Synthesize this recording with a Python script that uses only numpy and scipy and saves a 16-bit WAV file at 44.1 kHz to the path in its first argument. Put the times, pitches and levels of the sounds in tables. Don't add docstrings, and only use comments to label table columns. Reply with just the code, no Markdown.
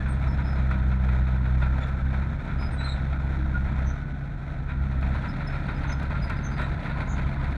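import sys
import numpy as np
from scipy import signal
from scipy.fft import rfft, irfft, next_fast_len
from scipy.io import wavfile
from scipy.ndimage import map_coordinates

SR = 44100
rng = np.random.default_rng(int(sys.argv[2]) if len(sys.argv) > 2 else 0)


def master(y):
    cut = np.clip(np.atleast_2d(y).T, -1, 1)
    pcm = np.round(cut * 32767)
    wavfile.write(sys.argv[1], SR, pcm.astype(np.int16))


N = 333837

# (time [s], level [dB], rise [s])
LINK_CLANKS = [(0.059, -39.5, .015), (.225, -40.5, .02), (.385, -39.5, .025), (.572, -39, .025),
               (0.711, -35, 0.0049), (.915, -41, .008), (1.087, -38, 0.0069), (1.268, -42.5, .01),
               (1.45, -43, .02), (1.62, -34.5, .014), (1.82, -39.5, .02), (2.137, -42, .01),
               (2.216, -44, .02), (2.499, -41.5, .02), (2.622, -40, .012), (2.803, -38, .025),
               (2.861, -40.5, .015), (2.961, -42, .01), (3.125, -44, .012), (3.68, -42.5, .015),
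               (4.69, -40, .04), (4.913, -45.5, .006), (5.025, -39, .02), (5.145, -39, .03),
               (5.236, -39, .03), (5.402, -38.5, .02), (5.529, -38, .035), (5.684, -34, .003),
               (5.845, -38, .02), (5.897, -37.5, .015), (6.02, -41, .015), (6.106, -36.3, .003),
               (6.15, -39.5, .015), (6.298, -32.5, 0.0078), (6.59, -34, .015), (6.617, -35, .005),
               (6.855, -39, .015), (6.895, -38, .008), (7.004, -39.5, .003), (7.189, -39.5, .02),
               (7.425, -43, .02)]
# (frequency [Hz], level [dB], t60 [s])
SHOE_MODES = [(627.6, -5, 0.47), (966, -1.5, 0.35), (1396, -0.5, 0.62), (1518, -5.5, 0.11),
              (1805, -5, 0.26), (2420, -20.5, 0.21), (3620, -15, 0.2)]
JINGLE_DB, JINGLE_CLANK_DB = -49, -4


def amp(db):
    return 10 ** (np.asarray(db) / 20)


def unit(x):
    return x / np.sqrt(np.mean(x ** 2) + 1e-20)


def curves(rows):
    s, *cols = np.transpose(rows)
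    return [np.interp(np.arange(N) / SR, s, c) for c in cols]


def wobble(rate, size=N):
    knots = rng.standard_normal(int(size * rate / SR) + 4)
    return map_coordinates(knots, [np.arange(size) * rate / SR])


def coloured(x, points):
    m = next_fast_len(N + SR)
    hz, db = np.transpose(points)
    bins_hz = np.fft.rfftfreq(m, 1 / SR)
    gain = unit(amp(np.interp(np.log(bins_hz + 1), np.log(hz), db)))
    cepstrum = irfft(np.log(np.maximum(gain, 1e-6)), m)
    cepstrum[1:m // 2] *= 2
    cepstrum[m // 2 + 1:] = 0
    response = np.exp(rfft(cepstrum))
    return irfft(rfft(x, m) * response, m)[:N]


def add(track, s, sound):
    start = max(round(s * SR), 0)
    part = track[start:start + len(sound)]
    part += sound[:len(part)]


def grit(rate, spread_db, t60):
    when, size = rng.random((int(rate * N / SR), 2)).T
    power = amp(-spread_db * np.log(np.maximum(size, .01))) ** 2
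    contacts = np.bincount((when * N).astype(int), power, N)
    decay = amp(-60 / (t60 * SR)) ** 2
    fading = signal.lfilter([1], [1, -decay], contacts)
    return unit(rng.standard_normal(N) * np.sqrt(fading))


def pings(rate, t60, spread_db, detune):
    t = np.arange(SR // 20) / SR
    when, which, size, off = rng.random((int(rate * N / SR), 4)).T
    hz, db, _ = np.array(SHOE_MODES)[(which * len(SHOE_MODES)).astype(int)].T
    hz = hz * (1 + detune * (2 * off - 1))
    gain = amp(db - spread_db * np.log(np.maximum(size, .03)))
    grains = gain[:, None] * np.sin(2 * np.pi * hz[:, None] * t) * amp(-60 * t / t60)
    at = (when * N).astype(int)[:, None] + np.arange(len(t))
    return unit(np.bincount(at.ravel(), grains.ravel(), N)[:N])


def firing_rate():
    # (time [s], firing rate [Hz])
    engine_speed = [(0, 66.4), (.5, 66.2), (.82, 63.96), (1.6, 63.37), (1.9, 67.25), (2.12, 65.67),
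                    (2.39, 69.06), (2.48, 67.78), (3.2, 67.12), (3.88, 65.66), (3.98, 68.9), (4.4, 69.94),
                    (5.08, 65.87), (5.3, 69.77), (5.68, 68.75), (6.2, 68.54), (7.07, 69.1), (7.16, 67.4),
                    (7.35, 68.6)]
    firing_hz, = curves(engine_speed)
    return firing_hz


def crank():
    return np.cumsum(firing_rate() / 2) / SR + 0.0033 * wobble(30)


def load():
    free_hz, full_sag_hz = 70, 6.5
    return np.maximum((free_hz - firing_rate()) / full_sag_hz, .01)


def exhaust(turns):
    # (crankshaft order [multiple], level against the boom [dB])
    boom_overtones = [(5, -29), (6, -13.5), (10, -29), (14.4, -40.5)]
    # (order [multiple], level [dB])
    shake_orders = [(1, -37.5), (3, -48.5), (4.7, -47)]
    # (frequency [Hz], response [dB per Hz])
    muffler_body = [(12, -36), (24, -2.5), (36, -4.5), (50, 4.5), (80, 0), (115, -3), (165, -4.5),
                    (210, -7.5), (290, -11.5), (400, -24.5), (700, -44.5), (2000, -96.5)]
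    # (time [s], level [dB])
    burble_level = [(0, -31.5), (.6, -30.5), (.8, -34.5), (2.4, -32.5), (3.9, -33.3), (4.4, -36.5),
                    (5.22, -30.5), (5.45, -31), (7.05, -30.5), (7.23, -28.5), (7.57, -30)]
    ceiling_db, growth = -21, 1.12
    drone_free_db, drone_load_db = -37, 7

    def tone(order):
        return -np.sqrt(2) * np.cos(2 * np.pi * order * turns)

    effort = load()
    boom_db = ceiling_db + 20 * np.log10(np.tanh(growth * effort))
    edge = amp(.5 * (boom_db - boom_db.max()))
    overtones = np.zeros(N)
    for order, db in boom_overtones:
        level = amp(db + .2 * order * wobble(3.5))
        cycles = order * turns + rng.random()
        overtones += level * np.sqrt(2) * np.sin(2 * np.pi * cycles)
    boom = amp(boom_db + .5 * wobble(20)) * (tone(2) + edge * overtones)

    drone_db = drone_free_db + drone_load_db * effort
    drone = amp(drone_db + 0.3 * wobble(10)) * tone(4)
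    shake = sum(amp(db + 2.5 * wobble(8.5)) * tone(order) for order, db in shake_orders)

    puffs = unit(rng.standard_normal(N) * amp(3.1 * np.cos(4 * np.pi * turns)))
    burble_db, = curves(burble_level)
    burble = amp(burble_db + wobble(10)) * coloured(puffs, muffler_body)
    return boom + drone + shake + burble


def halt():
    start_s, end_s = 3.804, 5.093
    progress = np.interp(np.arange(N) / SR, (start_s, end_s), [0, 1])
    return np.sin(np.pi * progress)


def rattle(turns):
    # (frequency [Hz], response [dB per Hz])
    hull_body = [(150, -13.5), (420, -1), (700, 4.5), (1020, -2), (1160, -7.5), (1300, 6), (1400, 3.5),
                 (1500, 5), (1680, -2), (2400, -4.5), (2850, -20), (3700, -13.5), (4250, -19),
                 (4650, -29.5), (6000, -29), (9500, -39.5), (15500, -52.5)]
    crawl_db, pause_dip_db = -42.5, -5
    dip_db = pause_dip_db * halt()
    strokes = np.diff(np.floor(4 * turns), prepend=0)
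    knock = unit(strokes * amp(2.5 * rng.standard_normal(N)))
    chatter = unit(grit(rate=650, spread_db=1.4, t60=.04) + amp(-9) * knock)
    jingle = amp(JINGLE_DB + 2 * dip_db) * pings(rate=420, t60=.04, spread_db=2, detune=.07)
    return amp(crawl_db + dip_db + wobble(20)) * coloured(chatter, hull_body) + jingle


def tracks():
    # (frequency [Hz], response [dB per Hz])
    steel_body = [(200, -26), (450, -4), (680, -16), (980, 3), (1160, -2), (1400, 11.5), (1700, 0),
                  (2450, 2), (2900, -16), (3900, -9.5), (4900, -31), (9000, -39), (11000, -53.5),
                  (15500, -51.5)]
    jostle_t60 = .21
    t = np.arange(SR // 2) / SR
    power, ring = np.zeros(N), np.zeros(N)
    for s, db, rise_s in LINK_CLANKS:
        rise = np.minimum(t / rise_s, 1) ** 2
        after = np.maximum(t - rise_s, 0)
        start = s - .7 * rise_s
        add(power, start, (rise * amp(db - 60 * after / jostle_t60)) ** 2)
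        for hz, mode_db, t60 in SHOE_MODES:
            strength, detune, phase = rng.standard_normal(3)
            mode = np.sin(2 * np.pi * (hz * (1 + 0.03 * detune) * t + phase))
            level_db = db - 8.5 + mode_db + 2 * strength
            add(ring, start, rise * amp(level_db - 60 * after / t60) * mode)
    blows = np.sqrt(power)
    jostle = amp(JINGLE_CLANK_DB) * blows * pings(rate=420, t60=.035, spread_db=2, detune=.09)
    clank = coloured(blows * grit(rate=900, spread_db=1.4, t60=.025), steel_body)
    return ring + jostle + clank


def squeaks():
    # (middle [s], length
    # [s], pitch [Hz], level [dB], roughness [0-1])
    pin_squeaks = [(.005, 0.024, 1730, -41, .05), (0.109, 0.067, 8540, -56, 0.25),
                   (0.312, 0.11, 5280, -59.5, 0.2), (0.5, 0.19, 5140, -60, 0.45),
                   (1.835, 0.075, 3440, -49.5, 0.1), (2.635, 0.13, 5060, -52.5, 0.24),
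                   (2.736, 0.055, 8640, -59.5, 0.29), (2.807, 0.072, 3970, -44, 0.24),
                   (2.862, 0.081, 4090, -42, 0.4), (2.911, 0.11, 3927, -40.5, 0.9),
                   (3.89, 0.086, 6120, -55.5, 0.65), (5.299, 0.056, 5160, -53.5, 0.54),
                   (5.479, 0.027, 5234, -49, 0.2), (5.768, 0.059, 5000, -63, 0.4),
                   (5.91, 0.089, 6220, -51, 0.57), (5.933, 0.032, 5167, -48.5, 0),
                   (6.242, 0.062, 5000, -49, 0.2), (6.375, .05, 4950, -61, .4),
                   (6.459, 0.068, 6230, -48, 0.2), (6.545, 0.1, 4850, -59.5, .6),
                   (6.621, 0.13, 3900, -52, 0.84), (7.002, .3, 1010, -45, 0.87),
                   (7.115, 0.1, 6640, -51.5, 1), (7.44, .25, 1000, -47.5, 1)]
    out = np.zeros(N)
    for s, length, hz, db, rough in pin_squeaks:
        size = int(max(length, .02) * SR)
        waver = .006 * wobble(45, size) + .012 * rough * wobble(200, size)
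        phase = 2 * np.pi * np.cumsum(hz * (1 + waver)) / SR
        width_hz = .15 * hz
        slips = (wobble(width_hz, size) + 1j * wobble(width_hz, size)) / np.sqrt(2)
        share = np.clip(rough, 0, 1)
        voice = (np.sqrt(1 - share ** 2) + share * slips) * np.exp(1j * phase)
        swell = signal.windows.tukey(size, .85) * amp(db + 2 * wobble(150, size))
        octave = amp(-18) / (1 + (hz / 5500) ** 12) * voice ** 2 / abs(voice)
        add(out, s - length / 2, swell * (voice + octave).real * np.sqrt(2))
    return out


def scattered(x, t60, db):
    t = np.arange(SR // 2) / SR
    tail = rng.standard_normal(len(t)) * amp(-60 * t / t60)
    return x + amp(db) * signal.fftconvolve(x, tail / np.linalg.norm(tail))[:N]


def note(s, hz, db, rise_s, t60):
    t = np.arange(SR) / SR
    swell = np.minimum(t / rise_s, 1) ** 2 * amp(db - 60 * np.maximum(t - rise_s, 0) / t60)
    out = np.zeros(N)
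    add(out, s, swell * np.sin(2 * np.pi * hz * t + .2 * wobble(150, len(t))))
    return out


def whine():
    whine_db, = curves([(3.6, -80), (3.95, -48), (4.15, -47), (4.3, -60), (5, -72)])
    mesh_hz = 21.5 * firing_rate()
    mesh = np.sin(2 * np.pi * np.cumsum(mesh_hz) / SR + 0.2 * wobble(60))
    return amp(whine_db) * mesh


def pressing():
    lag_s, press_s = 0.01, 0.093
    times = np.array(LINK_CLANKS)[:, 0] + lag_s
    landed = np.bincount((times * SR).astype(int), minlength=N)[:N]
    press = signal.windows.hann(int(press_s * SR))
    return np.tanh(2 * signal.fftconvolve(landed, press, "same"))


def scrape():
    grind_db, = curves([(4.97, -66), (5.03, -52), (6.6, -49)])
    # (frequency [Hz], response [dB per Hz])
    sand = [(300, -10.5), (620, 15.0), (1000, 10.0), (1170, -1.0), (2100, 13.5), (3100, -6),
            (3750, 0.5), (4500, -4.5), (5500, -27), (6300, -20.5), (7500, -33.5), (9000, -19),
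            (12000, -42.5)]
    swell_db = 3.5
    grains = coloured(grit(rate=150, spread_db=2.5, t60=.035), sand)
    chinks = amp(-2) * pings(rate=90, t60=.085, spread_db=2, detune=.14)
    return amp(grind_db + swell_db * pressing()) * (grains + chinks)


def ticks(count):
    # (time [s], level [dB])
    stone_cracks = [(.709, -54.5), (5.011, -54), (6.028, -50), (6.297, -46), (6.616, -50)]
    t = np.arange(SR // 25) / SR
    out = np.zeros(N)
    crumbs = [(u * N / SR, -67 + 10 * v) for u, v in rng.random((count, 2))]
    for s, db in list(stone_cracks) + crumbs:
        add(out, s, amp(db - 60 * t / 0.045) * rng.standard_normal(len(t)))
    # (frequency [Hz], response [dB per Hz])
    dry_crack = [(1500, 3), (4000, 2), (9000, -9), (15000, -20)]
    return coloured(out, dry_crack) * amp(-5 * halt())


def scene():
    turns = crank()
    engine = exhaust(turns) + rattle(turns)
    shrill = scattered(squeaks(), t60=.35, db=-10)
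    roller = note(s=3.533, hz=1430, db=-26.0, rise_s=0.023, t60=0.17)
    hull_thud = note(s=1.595, hz=166, db=-26.5, rise_s=0.018, t60=0.2)
    hollow_hum = note(s=3.3, hz=312, db=-38, rise_s=0.095, t60=0.74)
    gear = tracks() + shrill + roller + hull_thud + hollow_hum + whine()
    soil = scrape() + ticks(count=45)
    return (engine + gear + soil)[None]


def record(dry):
    top_hz = 15700
    eased = dry * signal.windows.tukey(N, .001)
    band_limit = signal.ellip(12, .1, 90, top_hz, fs=SR, output="sos")
    return signal.sosfilt(band_limit, eased)


dry = scene()
out = record(dry)
master(out)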